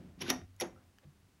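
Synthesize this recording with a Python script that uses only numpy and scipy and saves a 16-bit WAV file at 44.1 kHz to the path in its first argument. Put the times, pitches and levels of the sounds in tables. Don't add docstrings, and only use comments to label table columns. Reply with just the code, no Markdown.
import sys
import numpy as np
from scipy import signal
from scipy.fft import rfft, irfft, next_fast_len
from scipy.io import wavfile

SR = 44100
rng = np.random.default_rng(int(sys.argv[2]) if len(sys.argv) > 2 else 0)


def put_to_file(sound):
    columns = np.atleast_2d(sound).T
    safe = np.clip(columns, -1, 1)
    whole_steps = np.round(safe * 32767)
    wavfile.write(sys.argv[1], SR, whole_steps.astype(np.int16))


def nominal_scale(level):
    x = np.asarray(level, float) / 20
    return 10 ** x


N = 61739


def unit(x):
    return x / np.sqrt(np.mean(x ** 2) + 1e-20)


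def along(points, hz):
    f, v = np.transpose(points)
    return np.interp(np.log(hz + 1), np.log(f + 1), v)


def level(rows):
    s, db = np.transpose(rows)
    return nominal_scale(np.interp(np.arange(N) / SR, s, db))


def filtered(x, response):
    m = next_fast_len(N + SR // 2)
    return irfft(rfft(x, m) * response(np.fft.rfftfreq(m, 1 / SR)), m)[..., :N]


def coloured(x, tone):
    return unit(filtered(x, lambda hz: nominal_scale(along(tone, hz))))


def noise(tone):
    closed = [(tone[0][0] / 2, -120)] + list(tone)
    return coloured(rng.standard_normal(N), closed)


def resonant(x, peaks):
    def response(f):
        total = 0
        for k, (centre, width, db) in enumerate(peaks):
            total = total + (-1) ** k * nominal_scale(db) * 1j * f * width / (centre ** 2 - f ** 2 + 1j * f * width)
        return total
    return filtered(x, response)


def decay(db, t, t60):
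    return nominal_scale(db - 60 * t / t60)


def sine(hz, t):
    return np.sin(2 * np.pi * hz * t)


def add(track, s, sound):
    part = track[max(round(s * SR), 0):][:len(sound)]
    part += sound[:len(part)]


# (frequency [Hz], level [dB])
HISS_TONE = [(59, -21), (100, -4), (114, -11.5), (193, -9), (224, -11), (260, -9.5), (461, -21.5),
             (1520, -26), (15800, -39), (16000, -78.5)]


def hiss():
    return nominal_scale(-70.5) * noise(HISS_TONE)


# (time [s], level [dB])
ECHO_LEVEL = [(0, -54.5), (.1, -58), (.17, -75.5), (.3, -100)]
# (frequency [Hz], level [dB])
ECHO_TONE = [(71, -35.5), (120, -5.5), (167, 0.5), (524, -19), (892, -29.5), (988, -32), (2290, -34),
             (15900, -63)]


def fading_echo():
    return level(ECHO_LEVEL) * noise(ECHO_TONE)


# (time [s], level [dB])
RUMBLE_LEVEL = [(0, -55), (.17, -63.5), (.29, -59.5), (.5, -56.5), (.57, -67.5), (.76, -60.5), (.8, -72),
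                (1.4, -69.5)]
# (frequency [Hz], level [dB])
RUMBLE_COLOUR = [(15, -44), (25, -10), (37, -5.5), (64, -10.5), (87, 2.5), (108, -8), (134, -27.5),
                 (151, -49), (250, -22), (320, -33.5), (550, -120)]


def rumble():
    return level(RUMBLE_LEVEL) * noise(RUMBLE_COLOUR)


# (time [s], level [dB])
BRUSH_LEVEL = [(1.015, -90), (1.035, -72), (1.046, -70.5), (1.062, -99)]
# (frequency [Hz], level [dB])
BRUSH_TONE = [(200, -46.5), (500, 0.5), (1500, -6.5), (3500, -13), (8000, -32.5), (12000, -67.5)]


def brushing_hand():
    return level(BRUSH_LEVEL) * noise(BRUSH_TONE)


# (frequency [Hz], t60 [s])
ROOM_T60 = [(100, 0.65), (300, 0.21), (1000, 0.39), (4000, 0.23), (8000, 0.26), (15000, 0.11)]


def room(x):
    hz, t, z = signal.stft(rng.standard_normal(SR // 2), SR, nperseg=256)
    dying = z * decay(0, t, along(ROOM_T60, hz)[:, None])
    tail = signal.istft(dying, SR, nperseg=256)[1]
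    late = np.pad(x, (round(0.004 * SR), 0))
    return signal.fftconvolve(late, tail / np.linalg.norm(tail))[:N]


# (time [s], level [dB])
RATTLE_LEVEL = [(.20, -76), (.225, -52.5), (.245, -55.5), (.27, -57), (.30, -59), (.315, -39), (.36, -51),
                (.42, -73), (.45, -100), (.60, -100), (.615, -47), (.64, -43), (.70, -58.5), (.76, -71.5),
                (.83, -71.5), (.88, -77.5), (.93, -100)]
# (frequency [Hz], level [dB])
RATTLE_COLOUR = [(150, -18), (260, 6.5), (450, -2), (750, -2.5), (1300, -8), (2200, -13), (3500, -26.5),
                 (6000, -48.5)]


def rattle():
    hops = rng.random(N) < 900 / SR
    grains = hops * rng.standard_normal(N) + 0.15 * rng.standard_normal(N)
    closed = [(60, -120)] + RATTLE_COLOUR + [(9000, -120)]
    return level(RATTLE_LEVEL) * coloured(grains, closed)


BLOW_TIMES = [.178, .222, .235, .284, .307, .312, .360, .611, .618, .626, .66, 1.034, 1.053, 1.074, 1.088,
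              1.145, 1.245, .002, .050, .085, .42, .209, .250, .264, .700, .738, .850, 1.158, .392, .632,
              .645, .682, .664, .705, .418, .425]
# (level [dB], centre [Hz], reach [octaves], ring time factor)
BLOWS = [(-42.5, 209, 0.37, 0.91), (-34.5, 266, 0.75, 0.33), (-37.5, 260, .6, 1.2), (-30, 290, 0.28, 1),
         (-28.5, 265, 0.52, 0.95), (-33, 1080, 1.1, 1.43), (-37, 183, 0.56, 0.43), (-31, 1600, 1.02, 1.46),
         (-21.5, 518, 0.455, 0.87), (-30.5, 366, 0.65, 0.88), (-36.5, 190, 0.16, 0.92),
         (-54, 452, 0.33, 1.82), (-43.5, 127, 0.45, 1.2), (-50.5, 122, 0.3, 1.52), (-50, 157, 0.49, 0.26),
         (-55, 33, 1.1, 0.86), (-61, 95, 0.42, .9), (-50.5, 180, 1.38, 1.93), (-43.5, 130, 0.39, 0.33),
         (-48.5, 116, 0.37, 1.9), (-47, 88, 0.21, 2.2), (-42.5, 410, 0.85, 1), (-39.5, 300, 0.98, 0.71),
         (-40, 212, 0.43, 0.697), (-46.5, 230, 1.2, 0.89), (-51, 150, 0.57, 0.88), (-55, 780, 0.17, 1.3),
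         (-49.5, 140, 0.35, 0.41), (-44, 194.7, .5, 0.76), (-33, 810, 0.16, 0.87), (-44, 420, 0.49, 1),
         (-45, 210, 0.7, .8), (-49, 240, 0.44, 1), (-47, 380, 0.49, 1.1), (-49, 267, .4, 0.74),
         (-47.5, 190, .3, .6)]
# (frequency [Hz], level [dB], t60 [s])
BENCH_MODES = [(93, -1, 0.28), (145, 1, 0.092), (185.6, -3.5, 0.21), (256.3, -1, 0.14), (291, -6.5, 0.1),
               (340.9, 0, 0.11), (372.7, -6.5, 0.093), (442, -10, 0.044), (512, 1, 0.046),
               (660, -1.5, 0.032), (727.6, -3, 0.063), (945, -13, 0.02), (1405, -9, 0.022),
               (1873, -6.5, 0.029)]
SCATTER_DB, DETUNE = 1, 0.008
SOFT_S = 0.0017
BENCH_ROOM_DB = -9


def bench():
    out, t = np.zeros(N), np.arange(SR // 3) / SR
    for s, (db, centre_hz, reach, ring_x) in zip(BLOW_TIMES, BLOWS):
        ring = np.zeros(len(t))
        for hz, mode_db, t60 in BENCH_MODES:
            level_luck, pitch_luck = rng.standard_normal(2)
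            octaves = np.log2(hz / centre_hz)
            struck_db = mode_db + SCATTER_DB * level_luck - 7.14 * (octaves / reach) ** 2
            ring += decay(struck_db, t, t60 * ring_x) * sine(hz * (1 + DETUNE * pitch_luck), t)
        thud = nominal_scale(db - 2.5) * ring * (1 - np.exp(-t / SOFT_S))
        thud = np.pad(thud, (0, len(t)))
        add(out, s, thud + nominal_scale(BENCH_ROOM_DB) * room(thud)[:len(thud)])
    return out


TICK_TIMES = [.5648, .762, .777, .9855, .416, .263, .600, .612, .302, .2155, .2225]
# (level [dB], frequency [Hz], t60 [s])
TICK_MODES = [
    [(-61, 6600, .006)],
    [(-55, 1310, .035)],
    [(-57, 1360, .025)],
    [(-53.5, 1750, .011), (-54, 3000, .008), (-57, 4700, .005), (-60, 5900, .004), (-60, 2400, .004),
     (-61, 13000, .004)],
    [(-53, 1500, .006), (-55, 1850, .008), (-55, 700, .025)],
    [(-46, 1515, .13)],
    [(-41, 2050, .035), (-57, 14500, .035), (-51, 10000, .035)],
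    [(-59, 14400, .04), (-45, 6050, .04), (-48, 6350, .06)],
    [(-43, 3063, .065), (-43, 3226, .06), (-44, 3381, .05), (-40, 3615, .05), (-42, 1880, .07),
     (-46, 5800, .14), (-47, 5960, .14), (-49, 6120, .12)],
    [(-43, 3000, .02)],
    [(-42, 3400, .025), (-50, 12000, .025)],
]


def ticks():
    out, t = np.zeros(N), np.arange(SR // 10) / SR
    for s, modes in zip(TICK_TIMES, TICK_MODES):
        for db, hz, t60 in modes:
            add(out, s, decay(db, t, t60) * sine(hz, t))
    return out


# (time [s], level [dB], lowest frequency [Hz])
STEEL_SNAPS = [
    (.5648, -57.5, 5400),
    (.6000, -41.5, 1400),
    (0.67, -52.5, 6000),
    (.3016, -22.5, 1600),
    (.2945, -41.5, 10000),
    (0.23, -49, 5000),
    (.2215, -48.5, 4700),
    (.2120, -50.5, 6000),
    (0.84, -59.5, 2300),
]


def snaps():
    out, t = np.zeros(N), np.arange(SR // 100) / SR
    dull = signal.butter(2, 13500, fs=SR, output="sos")
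    gap = signal.butter(1, (7300, 8800), "bandstop", fs=SR, output="sos")
    for s, db, low_hz in STEEL_SNAPS:
        burst = decay(db, t, 0.0016) * rng.choice([-1, 1], len(t))
        thin = signal.butter(3, low_hz, "high", fs=SR, output="sos")
        add(out, s, signal.sosfilt(np.vstack([dull, gap, thin]), burst))
    return out


# (frequency [Hz], width [Hz], level [dB])
IRON_MODES = [(890, 770, -5), (1490, 110, -0.5), (1925, 360, -2), (2340, 416, 2), (2916, 820, -2),
              (3690, 170, 3), (4350, 1640, -6.5), (5900, 695, -3), (6410, 403, 0), (9660, 190, -4.5),
              (11250, 490, 1), (14770, 900, -23)]
IRON_TOP_HZ = 7300


def iron(x):
    return filtered(resonant(x, IRON_MODES), lambda f: 1 / (1 + 1j * f / IRON_TOP_HZ))


# (time [s], level [dB])
SLIDE_PRESSURE = [(.170, -110), (.190, -69.5), (.205, -63), (.216, -46.5), (.224, -42.5), (.236, -55.5),
                  (.262, -54), (.280, -49.5), (.298, -39.5), (.310, -37.5), (.345, -110)]
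# (time [s], level [dB])
SETTLE_PRESSURE = [
    (.580, -110),
    (.590, -79),
    (.599, -64),
    (.612, -40.5),
    (.625, -44.5),
    (.650, -104),
    (.67, -110),
]
# (time [s], level [dB])
SING_LEVEL = [(.584, -100), (.591, -68), (.600, -54), (.615, -52), (.628, -55), (.66, -100)]
# (frequency [Hz], width [Hz], level [dB])
SQUEAL_MODES = [(5620, 44, -20), (11070, 110, -16)]
GRAIN_RATE, GRAIN_DB = 9000, 2
SLIDE_TOP_HZ = 6460


def slide():
    catches = rng.random(N) < GRAIN_RATE / SR
    grains = catches * nominal_scale(GRAIN_DB * rng.exponential(size=N)) * rng.standard_normal(N)
    squeal = np.zeros(N)
    for hz, width, db in SQUEAL_MODES:
        narrow = resonant(grains, [(hz, width, 0)])
        squeal += nominal_scale(db) * unit(resonant(narrow, [(hz, 8 * width, 0)]))
    scrape = unit(filtered(iron(grains), lambda f: 1 / (1 + (f / SLIDE_TOP_HZ) ** 6)))
    sliding = level(SLIDE_PRESSURE) * (scrape + squeal)
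    return sliding + level(SETTLE_PRESSURE) * scrape + level(SING_LEVEL) * squeal


CONTACT_TIMES = [.2068, .2120, .2150, .2215, .2785, .2890, .2945, .3016, .3065, .6000, .6095, .6150]
FREE_TIMES = [.005, .003, .007, .004, .005, .005, .005, .003, .008, .0095, .013, .008]
# (low ring level [dB], high ring level [dB], iron crack level [dB])
CONTACT_LEVELS = [(-44, -64, -62), (-45.5, -65, -56.5), (-38.5, -43.5, -68), (-49.5, -54, -47),
                  (-61.5, -74, -54), (-47, -72, -53), (-37.5, -52, -42.5), (-22.5, -29.5, -27),
                  (-38.5, -34, -38), (-34, -32.5, -44.5), (-70, -67, -33.5), (-39.5, -60, -45.5)]
# (frequency [Hz], level [dB], t60 [s])
BAR_MODES = [(5635, -2, 0.22), (5840, -16, 0.027), (11020, -5, 0.081)]
# (frequency [Hz], level [dB], t60 [s])
PART_MODES = [(6150, -54, .18), (6260, -54, .2), (6510, -54, .15), (6850, -39, .02), (10040, -59, .13),
              (9930, -63, .1)]
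PART_S = 0.610
GRIP_DB, GRIP_S = -34, 0.00029
CRACK_S, CLICK_DB, IRON_DB = 0.02, -1, 10.5


def handle():
    bar, burst, t = np.zeros(N), np.zeros(N), np.arange(SR // 4) / SR
    for s, free_s, (low_db, high_db, crack_db) in zip(CONTACT_TIMES, FREE_TIMES, CONTACT_LEVELS):
        grip = nominal_scale(GRIP_DB * np.clip((t - free_s) / GRIP_S, 0, 1))
        onset = 1 - np.exp(-t / 0.0008)
        for hz, mode_db, t60 in BAR_MODES:
            hit_db = high_db if hz > IRON_TOP_HZ else low_db
            add(bar, s, grip * onset * decay(mode_db + hit_db, t, t60) * sine(hz, t))
        crack = decay(0, t, CRACK_S) * rng.standard_normal(len(t))
        crack[0] += nominal_scale(CLICK_DB)
        add(burst, s, nominal_scale(crack_db) * crack)
    for hz, db, t60 in PART_MODES:
        add(bar, PART_S, decay(db, t, t60) * sine(hz, t))
    return bar + nominal_scale(IRON_DB) * iron(burst)


# (time [s], level [dB])
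HUSH_LEVEL = [(.445, 0.5), (.465, -8.5), (.55, -11), (.56, 0.5), (.74, -4.5), (.79, 0), (.95, -10),
              (.98, -2)]
ROOM_DB = -13.5


def scene():
    background = hiss() + fading_echo() + rumble() + brushing_hand()
    steel = ticks() + snaps() + slide() + handle()
    early = np.arange(N) < SR // 2
    wet = nominal_scale(ROOM_DB) * (room(steel * early) + room(steel * ~early))
    near = steel + bench() + rattle() + wet
    return (level(HUSH_LEVEL) * near + background)[None]


def band_limit(x):
    return signal.sosfilt(signal.butter(12, 16640, fs=SR, output="sos"), x)


# (frequency [Hz], level [dB])
MIC_TONE = [(25, -16.5), (45, 0), (10000, 3), (14000, 0.5), (15800, 3.5), (16600, -14)]
TOP_HZ = 16640


def record(dry):
    mix = filtered(dry, lambda hz: nominal_scale(along(MIC_TONE, hz)) * (hz < TOP_HZ))
    return band_limit(mix)


dry = scene()
out = record(dry)
put_to_file(out)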